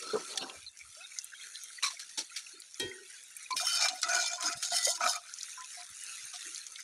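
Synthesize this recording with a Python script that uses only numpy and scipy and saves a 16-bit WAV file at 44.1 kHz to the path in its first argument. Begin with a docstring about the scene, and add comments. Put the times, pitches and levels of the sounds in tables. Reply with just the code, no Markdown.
"""A steel ladle scrapes the floor of a metal soup pot in four sweeps: stuttering friction noise through the pot's modes.
Before that a lid slides on the rim (friction through its modes), utensils knock (noise bursts)
and the ladle clangs (damped sines). Short wavering notes are bubbles, rings and bumps; clicks with spray are spits.
Behind it all runs a simmering hiss of noise, ticks and tiny gurgles, over a faint low room tone."""
import sys
import numpy as np
from scipy import signal
from scipy.fft import rfft, irfft, next_fast_len
from scipy.io import wavfile
from scipy.ndimage import uniform_filter1d, map_coordinates

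SR = 44100
rng = np.random.default_rng(int(sys.argv[2]) if len(sys.argv) > 2 else 0)


def generate_wav(sig):
    """Save sig (samples, or channels by samples) to the path in sys.argv[1] as 16-bit PCM at SR."""
    pcm = np.round(np.clip(np.atleast_2d(sig).T, -1, 1) * 32767).astype(np.int16)
    wavfile.write(sys.argv[1], SR, pcm)


N = 301203

# Ladle sweeps over the pot's floor, one list of rows each. Each row: time in seconds, rasp level in dB,
# treble in dB re rasp, bowl ring level in dB, wall ring level in dB.
SWEEPS = [
    [(3.555, -78, -13, -72, -41), (3.563, -38.5, -4, -54, -63), (3.579, -26, -7, -44, -55),
     (3.597, -33, -10, -64, -65), (3.607, -28, -8, -49, -50), (3.635, -41, -9, -79, -36),
     (3.669, -29.5, -8.5, -38, -57), (3.719, -29.5, -8, -43, -78), (3.731, -27, -9, -52, -52),
     (3.753, -29, -6.5, -40, -54), (3.795, -26.5, -18.5, -40.5, -46.5), (3.859, -26.5, -13, -30, -33),
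     (3.872, -30, -16, -38, -40), (3.883, -39, -17, -40, -47), (3.893, -29, -25, -47, -63),
     (3.905, -40, -21, -46, -53), (3.935, -42, -21, -54, -40), (3.953, -45.5, -1.5, -53, -58),
     (4.001, -42, -19, -54, -54), (4.018, -59, -19, -85, -78)],
    [(4.014, -45.5, 7, -85, -75), (4.032, -33.5, -19, -33, -52), (4.058, -42, -27, -39, -44),
     (4.083, -40, -20, -40, -44), (4.093, -29.5, -15, -35, -34), (4.164, -32, -12, -33, -35),
     (4.246, -30.5, -17, -47, -40.5), (4.286, -34, -8, -42.5, -56), (4.294, -38.5, -21, -49, -55),
     (4.332, -34.5, -17, -40, -38), (4.374, -44, -15, -62, -48), (4.388, -51, -24, -45, -56),
     (4.464, -30, -10.5, -37, -37.5), (4.488, -33, -19, -31, -60), (4.506, -46, -2, -44, -45),
     (4.532, -30.5, -15, -40, -42), (4.552, -57, -27, -45, -49), (4.572, -43.5, 0, -65, -52),
     (4.612, -49, -14, -56, -67)],
    [(4.608, -51, -9, -46, -69), (4.618, -47, -2, -57, -66), (4.632, -31.5, -7.5, -48, -54),
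     (4.652, -29, -11.5, -47, -53), (4.69, -40.5, -10, -50, -56), (4.702, -38, -17, -65, -76),
     (4.718, -31, -10, -40, -44), (4.732, -31.5, -7.5, -42.5, -39), (4.776, -29, -6, -42, -45.5),
     (4.836, -32, -7.5, -45, -54), (4.846, -31, -12, -60, -70), (4.856, -24, -6.5, -65, -45),
     (4.872, -33, -8, -32.5, -38), (4.888, -28.5, -6, -46, -41), (4.944, -35.5, -11.5, -52.5, -50),
     (4.958, -34.5, -9.5, -47, -71), (4.99, -57, -8, -52, -59), (4.999, -46, -13, -57, -52)],
    [(4.995, -49.5, -17.5, -74, -68), (5.009, -38, -6, -27.5, -34), (5.017, -35, -19, -32, -26),
     (5.029, -34, -20, -40, -40), (5.041, -30.5, -13, -21, -30), (5.053, -37.5, -4, -41, -32),
     (5.065, -31, -13, -22.5, -29.5), (5.097, -28.5, -10, -58, -33), (5.135, -33, -6.5, -37.5, -51.5),
     (5.149, -38, -14, -46, -51), (5.161, -34.5, -6.5, -38.5, -45), (5.173, -45, -11, -44, -41),
     (5.195, -50, -13, -69, -56), (5.217, -61.5, -15, -64, -59), (5.241, -67, -2, -56, -70),
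     (5.247, -65, -17, -55, -68), (5.273, -53, -15, -50, -67), (5.3, -47, -15, -76, -88)],
]
# Modes of the pot. Each row: frequency in Hz, width in Hz, gain in dB.
POT_MODES = [(1307, 24.7, 1.5), (710.3, 11.4, 19), (607, 76, -9), (903, 44, -8.5), (1009, 5.3, 0),
             (1442, 9, 11.5), (2046, 31, -2), (2407, 21, 8), (3073, 18, 4), (3730, 42, 9), (4470, 124, 3),
             (5370, 19, -2.5), (5220, 21, 15), (5570, 22, 9), (6316, 70, 1.5), (6740, 65, 10.5),
             (7900, 190, -20), (9170, 110, -6), (9310, 23, -2)]
# Colour of the friction noise. Each row: frequency in Hz, relative gain in dB.
RASP_COLOUR = [(120, -71), (200, -102), (722, -25), (950, -28), (1480, -5), (2170, -10.5), (2330, -19),
               (6640, 6), (9930, -13), (15100, -38.5), (16000, -89)]
# A mode sings while the ladle bears on a spot. Each row: start in seconds, length in seconds,
# frequency in Hz, level in dB.
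SONGS = [(3.552, 0.064, 2414, -42.5), (3.616, 0.05, 1015, -51), (3.642, 0.12, 3050, -36.5),
         (3.663, 0.14, 1384, -40), (3.803, 0.066, 2355, -33), (4.022, 0.086, 1335, -45),
         (4.083, 0.11, 1468, -30), (4.1, 0.21, 2373, -40.5), (4.419, 0.05, 1023, -41),
         (4.48, 0.039, 1310, -38.5), (4.717, 0.17, 1985, -41.5), (4.862, 0.078, 1000, -51.5),
         (5.006, 0.083, 1483, -36.5), (4.999, 0.067, 1271, -33.5)]
# Ringing partials of the ladle. Each row: frequency in Hz, gain in dB, t60 in seconds.
LADLE_PARTIALS = [(263, -17, 0.49), (376, -7.5, 0.71), (423, -19.5, 0.72), (491, -13.5, 0.39),
                  (645, -31, 0.37), (770, -30, 0.37), (865, -23, 0.45), (920, -23, .3), (994, -23.5, 0.38),
                  (1510, -21, 0.69), (1875, -9.5, 0.66), (2370, -11.5, 0.2), (2590, -14, 0.23),
                  (2640, -18.5, .3), (3300, -27, 0.31), (3220, -1.5, 0.3), (3810, -4, 0.15),
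                  (4260, 6, 0.029), (4870, -18.5, 0.17)]
# A low partial slides as the ladle tips. Each row: start in seconds, level in dB, start frequency in Hz,
# length in seconds, change of pitch as a share.
GLIDES = [(3.795, -40, 900, .075, -0.12), (4.081, -49, 674, 0.123, 0.103)]
# Lid sliding on the rim. Each row: time in seconds, rasp level in dB, body ring level in dB.
SLIDE = [(0.0, -52.5, -57.5), (0.09, -42.5, -44), (0.125, -40, -50), (0.15, -52, -36), (.19, -45, -44),
         (.23, -52, -48.5), (0.26, -59, -60), (0.312, -42.5, -49), (0.35, -55, -48.5), (0.40, -41.5, -55),
         (.425, -35, -39.5), (0.45, -51, -44), (.5, -53, -49.5), (0.56, -66, -54.5), (0.64, -77, -86)]
# Modes of the lid. Each row: frequency in Hz, width in Hz, gain in dB.
LID_MODES = [(393.3, 220, -27), (789, 30, -26.5), (1307, 26, -5), (2460, 34, -13.5), (2470, 220, -4),
             (3820, 110, -15.5), (4140, 27.4, 18), (4300, 440, 6), (5530, 29, 10), (6550, 34, -4.5),
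             (8180, 47, -17)]
# Dull utensil knocks. Each row: start in seconds, level in dB before KNOCK_TRIM_DB,
# low part in dB re bright part before LOW_TRIM_DB, t60 of the slower or faster decay in seconds, attack in ms.
KNOCKS = [(0.021, -25, -15, 0.064, 1.6), (0.133, -33, 23, .15, 0.66), (0.3738, -11.5, -34, 0.02, 1),
          (0.4177, -36.5, 1, 0.12, 1.1), (1.8231, -10, -16, 0.21, 6.8), (1.859, -26, -27, 0.21, 2.4),
          (1.9, -24.5, -15, 0.21, 3.9), (1.9924, -26.5, -16, 0.23, 1.9), (2.091, -30.5, -18.5, 0.05, 2.2),
          (2.1724, -7.5, -2, 0.12, 10.1), (2.204, -22.5, -12, 0.048, 3.6), (2.359, -17.5, -21.5, 0.17, 5.3),
          (2.798, -25.5, 0, 0.21, 1.3), (3.504, -17, -4, 0.037, 3.7), (3.564, -19, -9, 0.058, 1.1),
          (3.73, -32, -40, 0.053, .6), (3.809, -17.5, -39, 0.068, .6), (3.884, -16.5, -39, 0.035, 0.53),
          (4.029, -16, -29, 0.044, 0.77), (4.086, -21, -32, 0.07, 0.55), (4.424, -19, -9, 0.12, 0.41),
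          (4.626, -20, -49, 0.11, .25), (5.009, -48.5, -12, 0.098, 1.5), (6.331, -17, -19, 0.12, 11.3)]
# Colour of the knocks. Each row: frequency in Hz, relative gain in dB.
KNOCK_COLOUR = [(120, -50), (200, -20), (579, -26), (1100, -23), (1350, -10), (2860, -9), (4040, -5),
                (5040, -9), (9750, -11), (14100, -38), (16000, -53.5)]
# Modes of the utensils. Each row: frequency in Hz, width in Hz, gain in dB.
UTENSIL_MODES = [(2230, 41, -8.5), (2966, 88, -18), (3716, 12, -8.5), (4250, 10.6, 8), (4590, 20, -2.5),
                 (5080, 57, -21), (5720, 19, -2), (5915, 240, 2.5), (5394, 41, 0)]
# Notes in and on the pot, from singing bubbles to rings and bumps. Each row: start in seconds, level in dB,
# frequency in Hz, length in seconds.
NOTES = [(0.016, -44.5, 474, 0.05), (0.028, -42, 1323, 0.13), (0.132, -37, 242, 0.059),
         (0.133, -20, 431.7, 0.051), (0.154, -22.5, 472, 0.027), (0.159, -35, 1050, 0.031),
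         (0.302, -47.5, 427, 0.05), (0.342, -50, 1328, 0.13), (0.354, -45, 774, 0.2),
         (0.414, -48.5, 274, 0.037), (0.438, -45, 342, 0.025), (0.551, -51.5, 82.4, 0.063),
         (0.626, -52.5, 63, 0.093), (0.664, -38, 4140, 0.03), (0.812, -59, 75.4, .12),
         (0.802, -51, 2210, 0.033), (0.847, -57.5, 1333, 0.05), (1.04, -44.5, 3780, 0.028),
         (1.161, -48.5, 2060, 0.047), (1.391, -50, 2170, 0.051), (1.006, -47.5, 2600, 0.077),
         (1.32, -42.5, 1700, 0.036), (1.003, -51, 1427, 0.078), (1.346, -50.5, 3300, 0.046),
         (1.409, -47.5, 3340, 0.027), (1.439, -52.5, 1645, .03), (1.548, -43.5, 4090, 0.045),
         (1.78, -40, 2000, 0.025), (1.823, -38.5, 1070, 0.017), (1.831, -27.5, 1130, 0.027),
         (1.855, -35.5, 1140, 0.033), (1.878, -38, 1090, 0.0193), (1.9, -46, 1100, 0.0136),
         (1.912, -47.5, 1055, 0.025), (1.826, -31, 2980, 0.0062), (1.933, -53, 690, 0.022),
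         (1.831, -35.5, 2316, 0.041), (1.832, -28.5, 3980, 0.028), (1.862, -30, 4100, 0.036),
         (1.967, -48.5, 2250, .022), (2.175, -46, 880, 0.053), (2.177, -47.5, 325, 0.063),
         (2.296, -51, 2570, 0.017), (2.464, -44.5, 2690, 0.016), (2.525, -50, 4310, 0.07),
         (2.532, -59, 346, 0.088), (2.806, -46, 265, 0.072), (2.82, -42, 100, 0.084),
         (2.914, -39, 2210, 0.012), (3.06, -55.5, 3600, 0.02), (3.096, -50, 1590, 0.027),
         (3.132, -44, 1680, 0.021), (3.412, -48, 2140, 0.027), (3.457, -46.5, 2500, 0.016),
         (6.02, -45.5, 1900, 0.02), (6.179, -45, 2080, 0.035), (3.506, -26, 1026, 0.056),
         (3.5069, -35.5, 2330, 0.034), (3.525, -34, 4400, 0.021), (3.531, -50.5, 300, 0.046),
         (3.598, -35.5, 1310, 0.034), (3.602, -40, 690, 0.036), (3.883, -29.5, 4140, 0.024),
         (3.896, -36, 746, 0.091), (3.9, -53, 290, 0.08), (4.029, -33, 1305, 0.065),
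         (4.054, -50.5, 324, 0.057), (4.149, -52.5, 363, 0.097), (4.377, -38.5, 1030, 0.061),
         (4.437, -42.5, 308, 0.087), (4.541, -49.5, 125, 0.057), (4.719, -31, 708, 0.049),
         (4.721, -52.5, 261, 0.045), (4.942, -61, 350, 0.1), (4.975, -45, 1000, 0.057),
         (5.013, -53.5, 248.5, 0.1), (5.1425, -40, 1274, 0.062), (5.575, -41.5, 1021, 0.091),
         (5.577, -45.5, 1355, 0.051), (5.592, -55, 1730, 0.048), (5.788, -55, 1020, 0.053),
         (6.33, -49, 1246, 0.042), (5.771, -46.5, 715, 0.085), (5.897, -50, 78.4, 0.034),
         (6.232, -57, 117.5, 0.037), (6.339, -47.5, 728, 0.04), (6.449, -57, 353, 0.11),
         (6.453, -42.5, 1920, 0.022)]
# Big bubbles that rise in pitch. Each row: start in seconds, level in dB, start frequency in Hz, length in seconds.
PLOPS = [(0.968, -54, 590, 0.091), (4.869, -27.5, 520, 0.043)]
# Loudest spits at the surface. Each row: start in seconds, peak in dB, centre frequency in Hz.
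SPITS = [(0.3012, -42, 4100), (.337, -34, 3100), (0.359, -28, 6000), (0.497, -30, 2930), (0.773, -35, 6300),
         (0.79, -35, 6320), (0.95, -39, 6200), (1.187, -17.5, 5840), (1.218, -32, 6370),
         (1.2443, -25, 8870), (1.5567, -27.5, 3860), (1.636, -28, 9150), (2.602, -30.5, 8500),
         (2.62, -31, 4300), (2.744, -29, 5700), (2.798, -21.5, 8800), (3.045, -45, 8550),
         (3.062, -47, 10000), (3.237, -36.5, 8800), (3.313, -39, 9500), (3.367, -26, 8600),
         (3.372, -30, 10000), (3.429, -34, 7400), (3.885, -19.5, 4400), (4.017, -25, 6300),
         (4.4087, -22, 6300), (5.3388, -23.5, 6350), (5.3864, -26.5, 5960), (5.4105, -26, 4460),
         (5.4315, -21.5, 6100), (5.608, -27.5, 6400), (5.645, -29.5, 5940), (5.832, -34, 5800),
         (5.892, -37, 7900), (5.969, -34, 6570), (6.011, -33, 6300), (6.037, -26, 8600),
         (6.065, -30.5, 5800), (6.255, -31.5, 9800), (6.3597, -27.5, 5700), (6.361, -31, 3470),
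         (6.409, -28.5, 6400), (6.497, -36.5, 6500), (6.547, -24, 6400), (6.56, -26, 4560),
         (6.5789, -26.5, 6500), (6.667, -24, 6300), (6.721, -33, 8900), (6.759, -29, 3760),
         (6.8043, -29, 6440)]
# Level of the simmering. Each row: time in seconds, level in dB.
SIMMER_LEVEL = [(0.0, -45), (0.32, -44.5), (0.57, -48.5), (0.72, -57), (1.0, -49), (1.71, -49.5),
                (2.7, -49), (3.3, -50.5), (3.6, -47), (5.1, -53.5), (5.34, -45), (6.4, -45.5), (6.83, -47)]
# Colour of the simmering. Each row: frequency in Hz, relative gain in dB.
FIZZ_COLOUR = [(59, -61), (100, -30), (519, -17), (627, -26.5), (1130, -14.5), (1340, 0), (1660, -1.5),
               (2600, 0), (3000, -6), (3610, -1), (4450, -1), (5050, -8.5), (5600, -0.5), (6390, 1.5),
               (7890, -7.5), (9340, -1), (10600, -6), (15500, -52.5)]
# Colour of the room tone. Each row: frequency in Hz, relative gain in dB.
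ROOM_COLOUR = [(20, -2.5), (60, 1), (200, -3.5), (1000, -4), (1400, -36.5)]
# Response of the microphone. Each row: frequency in Hz, gain in dB.
MICROPHONE = [(20, -18.5), (70, -6.5), (11500, -1.5), (15700, -10)]

# ladle: the modes change in strength and pitch as the contact moves
SHIFT_DB, SHIFT_SHARE, SHIFTS_PER_S = 4, .022, 14
STUTTER_DB, STUTTERS_PER_S = 2, 42.5  # stick and slip of the edge
BOWL_TOP_DB = -3.5  # bowl ring above 1850 Hz
BITE_S, SONG_T60_S, SONG_WIDTH_HZ = 0.015, 0.13, 12
CLANG_S, CLANG_DB, RATTLE_DB = 2.797, -27, 1
LOW_ROUGH_RAD = 0.99  # wavering of the ladle's low partials
DRUM_DB = -1  # lid's low drumming re its body ring
KNOCK_TRIM_DB, LOW_TRIM_DB = -12, -15
# notes: those inside CLEAR_HZ ring clearer; phase wavering in radians
CLEAR_HZ, CLEAR_RAD, ROUGH_RAD = (400, 1040), 0.28, 0.92
BLUR, BLUR_CYCLES = .4, 7  # quick trembling re the wavering, cycles per knot
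PLOP_RISE_SHARE = 0.45
SPIT_WIDTH_SHARE = 0.49  # resonance width over centre
SMALL_SPITS, SMALL_SPIT_DB, SMALL_SPIT_HZ = 60, 8, 7000  # count, peak over the simmer, usual centre
SWAY_DB, SWAYS_PER_S = 2.5, 14  # swell and sag of the hiss
HOLLOW_DB = -4  # thins the hiss below the treble, so single bubbles stand out
CLUMP_DB, CLUMPS_PER_S = 3, 18  # clumping of the gurgles
GURGLE_WAVER_RAD = 1.3
ROOM_DB, TOP_HZ = -79, 15700


def ladle_scrape():
    """Steel on steel under soup: stuttering friction rings the pot, whose modes shift as the contact travels."""
    out = np.zeros(N)
    for sweep in SWEEPS:
        start, rasp_db, treble_db, bowl_db, wall_db = curves(sweep)
        count = len(rasp_db)
        rub = patchy(count, patchy_db=6.5, wide=2, long=4, grit_db=3.5, size=512)
        steel = shifting_pot(rub)
        wall = steady(filtered(steel, lambda f: (f < 1130) / (1 + (560 / (f + 1)) ** 6)))
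        bowl_top = amp(BOWL_TOP_DB)
        bowl = steady(filtered(steel, lambda f: (f > 1130) * (f < 2700) * np.where(f > 1850, bowl_top, 1)))
        rasp = steady(filtered(steel, lambda f: (f > 2700) * (f < 8500)))
        treble = steady(filtered(steel, lambda f: f > 8500))
        stutter = amp(STUTTER_DB * wobble(count, STUTTERS_PER_S))
        friction = stutter * amp(rasp_db) * (rasp + amp(treble_db) * treble)
        ringing = amp(bowl_db) * bowl + amp(wall_db) * wall
        i = np.arange(count)
        edges = np.clip(np.minimum(i, i[::-1]) / (.004 * SR), 0, 1)
        add(out, start, edges * (friction + ringing))
    return out


def shifting_pot(rub):
    """Five detuned copies of the pot's modes, each driven by the friction and wandering in level."""
    steel = 0
    for _ in range(5):
        modes = [(hz * (1 + SHIFT_SHARE * rng.standard_normal()), width, db + SHIFT_DB * rng.standard_normal())
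                 for hz, width, db in POT_MODES]
        driven = filtered(rub, lambda f: resonances(modes)(f) + 0.37 * colour(RASP_COLOUR)(f))
        steel = steel + amp(3.62 * wobble(len(rub), SHIFTS_PER_S)) * driven
    return steel


def ladle_songs():
    """Noise through one narrow resonance: a mode sings while the ladle bears on a spot, then decays."""
    out, t = np.zeros(N), np.arange(SR // 2) / SR
    for s, length, hz, db in SONGS:
        song = steady(filtered(rng.standard_normal(len(t)), resonances([(hz, SONG_WIDTH_HZ, 0)])))
        decay_db = -60 * np.maximum(t - length, 0) / SONG_T60_S
        bite = np.clip(t / BITE_S, 0, 1) ** 2
        add(out, s, song * amp(db + decay_db) * bite)
    return out


def ladle_clang():
    """A blow rings the ladle's partials as damped sines, until a hand stills them."""
    out = np.zeros(N)
    clang = sum(amp(CLANG_DB + db) * ring(hz, t60, attack=0.0036) for hz, db, t60 in LADLE_PARTIALS)
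    grip = np.clip((.29 - np.arange(len(clang)) / SR) / .05, 0, 1)
    add(out, CLANG_S, grip * clang)
    return out


def ring(hz, t60, attack, length=0.45):
    """A damped sine with a soft start and an uneven strength; low partials waver in phase too."""
    t = np.arange(int(length * SR)) / SR
    rough = LOW_ROUGH_RAD if hz < CLEAR_HZ[1] else 0
    uneven, waver = wobble(len(t), 60), wobble(len(t), 60)
    level_db = (RATTLE_DB + 2.1 * rough) * uneven - 60 * t / t60
    return np.sin(2 * np.pi * hz * t + rough * waver) * amp(level_db) * (1 - np.exp(-t / attack))


def lid():
    """Friction noise on the rim drives the lid's modes: rasp above 1600 Hz, body, and drumming below 640 Hz."""
    start, rasp_db, body_db = curves(SLIDE)
    rub = patchy(len(rasp_db), patchy_db=9.5, wide=2, long=14, grit_db=3.0)
    modes = resonances(LID_MODES)
    rasp = filtered(rub, lambda f: (modes(f) + 0.29 * colour(RASP_COLOUR)(f)) * (f > 1600))
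    body = filtered(rub, lambda f: (modes(f) + 0.16) * (f < 1600) * (f > 640))
    drum = filtered(rub, lambda f: (modes(f) + 0.025) * (f < 640) / (1 + (200 / (f + 1)) ** 4))
    ringing = steady(body) + amp(DRUM_DB) * steady(drum)
    out = np.zeros(N)
    add(out, start, amp(rasp_db) * steady(rasp) + amp(body_db) * ringing)
    return out


def knocks():
    """Ragged noise bursts with a fast and a slow decay, and a lower body where the blow is heavy."""
    out, t = np.zeros(N), np.arange(SR // 4) / SR
    utensils, body = resonances(UTENSIL_MODES), resonances([(450, 300, 0), (950, 300, 0)])
    for s, db, low_db, t60, attack_ms in KNOCKS:
        ragged = patchy(len(t), patchy_db=3, wide=4, long=4, grit_db=2.5)
        bright = unit(filtered(ragged, lambda f: colour(KNOCK_COLOUR)(f) * (0.3 + utensils(f)) * (f > 1200)))
        low = unit(filtered(ragged, lambda f: body(f) ** 2))
        decay = amp(-60 * t / t60) + amp(-60 * t / .05)
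        attack = (1 - np.exp(-t / (attack_ms / 1000))) ** 2
        burst = bright + amp(low_db + LOW_TRIM_DB) * low
        add(out, s, amp(db + KNOCK_TRIM_DB) * decay * attack * burst)
    return out


def short_notes():
    """Each bubble, ring, bump, rising plop or gliding ladle partial is one short wavering note."""
    out = np.zeros(N)
    for s, db, hz, length in NOTES:
        rough = CLEAR_RAD if CLEAR_HZ[0] < hz < CLEAR_HZ[1] else ROUGH_RAD
        add(out, s, amp(db) * note(hz, length, rough))
    for s, db, hz, length in PLOPS:
        add(out, s, amp(db) * note(hz, length, CLEAR_RAD, PLOP_RISE_SHARE))
    for s, db, hz, length, share in GLIDES:
        add(out, s, amp(db) * note(hz, length, ROUGH_RAD, share))
    return filtered(out, lambda f: 1 / (1 + (40 / (f + 1)) ** 4))


def note(hz, length, rough, rise=0):
    """A sine that starts within a few cycles and is choked by the liquid; its phase and strength waver."""
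    u = np.linspace(0, 1, int(length * SR) + 16)
    knots = min(250 * length, 12) * u
    waver = map_coordinates(rng.standard_normal((2, 16)), [[[0], [1]] + 0 * u, knots + [[0], [0]]])
    cycles = hz * length * u * (1 + rise * u / 2)
    blur = map_coordinates(rng.standard_normal(64), [np.minimum(cycles / BLUR_CYCLES, 60)])
    tone = np.sin(2 * np.pi * cycles + rough * (waver[0] + BLUR * blur))
    envelope = (1 - np.exp(-cycles / 1.4)) * np.abs(1 - u ** 2.16) ** 1.25
    return tone * amp(4.47 * rough * waver[1]) * envelope


def spits():
    """A bursting skin: a click of a few cycles and a short spray; small ones come at random over the hiss."""
    out, t = np.zeros(N), np.arange(SR // 20) / SR
    when, size, pitch = rng.random((SMALL_SPITS, 3)).T
    small_s = when * N / SR
    small_db = np.interp(small_s, *np.transpose(SIMMER_LEVEL)) + SMALL_SPIT_DB + 6 * (size - .5)
    small_hz = SMALL_SPIT_HZ * 2.2 ** (pitch - .5)
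    spray = amp(-15 - 60 * t / .006) + amp(-24 - 60 * t / .045)
    for s, db, hz in SPITS + list(zip(small_s, small_db, small_hz)):
        burst = rng.standard_normal(len(t)) * spray
        burst[0] = 1  # the click
        burst = filtered(burst, lambda f: resonances([(hz, SPIT_WIDTH_SHARE * hz, 0)])(f) ** 3)
        add(out, s, amp(db) * burst / np.abs(burst).max())
    return out


def simmer():
    """Countless tiny bubbles: a swaying hiss, ticks in the treble and gurgles, coloured together."""
    hiss = patchy(N, patchy_db=6, wide=2, long=9, grit_db=2.5, size=512) * amp(SWAY_DB * wobble(N, SWAYS_PER_S))
    hiss = filtered(hiss, lambda f: amp(HOLLOW_DB / (1 + (f / 4500) ** 4)))
    level = amp(np.interp(np.arange(N) / SR, *np.transpose(SIMMER_LEVEL)))
    return level * unit(filtered(hiss + ticks() + gurgles(), colour(FIZZ_COLOUR)))


def ticks():
    """2000 single-sample clicks at random times, high-passed near 4500 Hz."""
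    when, size = rng.random((2000, 2)).T
    clicks = np.bincount((when * N).astype(int), amp(7 + 13 * size ** 5), N)
    return filtered(clicks, lambda f: 1 / (1 + (4500 / (f + 1)) ** 4))


def gurgles():
    """2200 brief, slightly rising notes of larger bubbles, trembling in pitch and coming in clumps."""
    when, pitch, life, size = rng.random((2200, 4)).T[..., None]
    step = np.arange(2048)
    t = step / SR
    u = np.minimum(step / (SR * (.006 + .04 * life ** 2)), 1)  # share of the note's life
    hz = 1350 * 7.5 ** (pitch ** 1.5) * (1 + 0.016 * u)
    tremble = GURGLE_WAVER_RAD * np.sin(t * 900 * when + 9 * size)
    tone = np.sin(2 * np.pi * hz * t + tremble) * np.sin(np.pi * u ** 0.62) ** 2
    notes = amp(-4.0 + 22.2 * size ** 5.3) * tone
    starts = (when * N).astype(int)
    mixed = np.bincount((starts + step).ravel(), notes.ravel(), N)[:N]
    return mixed * 0.092 * amp(CLUMP_DB * wobble(N, CLUMPS_PER_S))


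def room():
    """Faint low room tone: coloured steady noise."""
    return amp(ROOM_DB) * unit(filtered(rng.standard_normal(N), colour(ROOM_COLOUR)))


def amp(db):
    """Decibels to gain."""
    return 10 ** (np.asarray(db) / 20)


def unit(x):
    """Scaled to rms 1."""
    return x / np.sqrt(np.mean(x ** 2) + 1e-20)


def steady(x):
    """x with its slow level changes evened out."""
    return x / np.sqrt(np.abs(uniform_filter1d(x ** 2, size=900)) + 0.09 * np.mean(x ** 2))


def wobble(count, rate):
    """A smooth random curve of count samples, rate knots a second (60 at most)."""
    knots = rng.standard_normal(int(count / SR * 64) + 4)
    return map_coordinates(knots, [np.arange(count) * min(rate, 60) / SR])


def patchy(count, patchy_db, wide, long, grit_db, size=256):
    """White noise with patches of random gain in time and pitch, gritty from millisecond to millisecond."""
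    z = signal.stft(rng.standard_normal(count + 2 * size), nperseg=size)[2]
    field = uniform_filter1d(uniform_filter1d(rng.standard_normal(z.shape), wide, 0), long, 1)
    depth = np.interp(np.linspace(0, 1, len(z)), [0, .25, .45], [1, .85, .5])[:, None]  # smoother treble
    noise = signal.istft(z * amp(patchy_db * depth * unit(field)), nperseg=size)[1][:count]
    grit = unit(uniform_filter1d(rng.standard_normal(count), size=60))
    return unit(noise * amp(grit_db * grit))


def colour(points):
    """(Hz, dB) points as a gain on a log frequency axis."""
    f, v = np.transpose(points)
    return lambda hz: amp(np.interp(np.log(hz + 1), np.log(f + 1), v))


def resonances(modes):
    """The causal response of (Hz, width Hz, dB) modes, with alternating signs."""
    def response(f):
        return sum((-1) ** k * amp(db) * 1j * f * w / (c * c - f * f + 1j * f * w)
                   for k, (c, w, db) in enumerate(modes))
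    return response


def filtered(x, response):
    """x through a complex response of frequency."""
    m = next_fast_len(len(x) + 8192)
    return irfft(rfft(x, m) * response(np.fft.rfftfreq(m, 1 / SR)), m)[:len(x)]


def curves(rows):
    """The start time, then one value per sample for each column after the time."""
    s, *cols = np.transpose(rows)
    t = np.arange(s[0], max(s[-1], s[0] + 1 / SR), 1 / SR)
    return [s[0]] + [np.interp(t, s, c) for c in cols]


def add(track, s, sound):
    """Mixes a sound in at time s."""
    part = track[round(s * SR):][:len(sound)]
    part += sound[:len(part)]


def scene():
    """Everything near the pot, in mono."""
    metal = ladle_scrape() + ladle_songs() + ladle_clang() + lid() + knocks()
    soup = short_notes() + spits() + simmer()
    return (metal + soup + room())[None]


def record(dry):
    """The microphone's bass and treble fall away; nothing is kept above the band limit."""
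    return filtered(dry[0], lambda hz: colour(MICROPHONE)(hz) * (hz < TOP_HZ))[None]


dry = scene()
out = record(dry)
generate_wav(out)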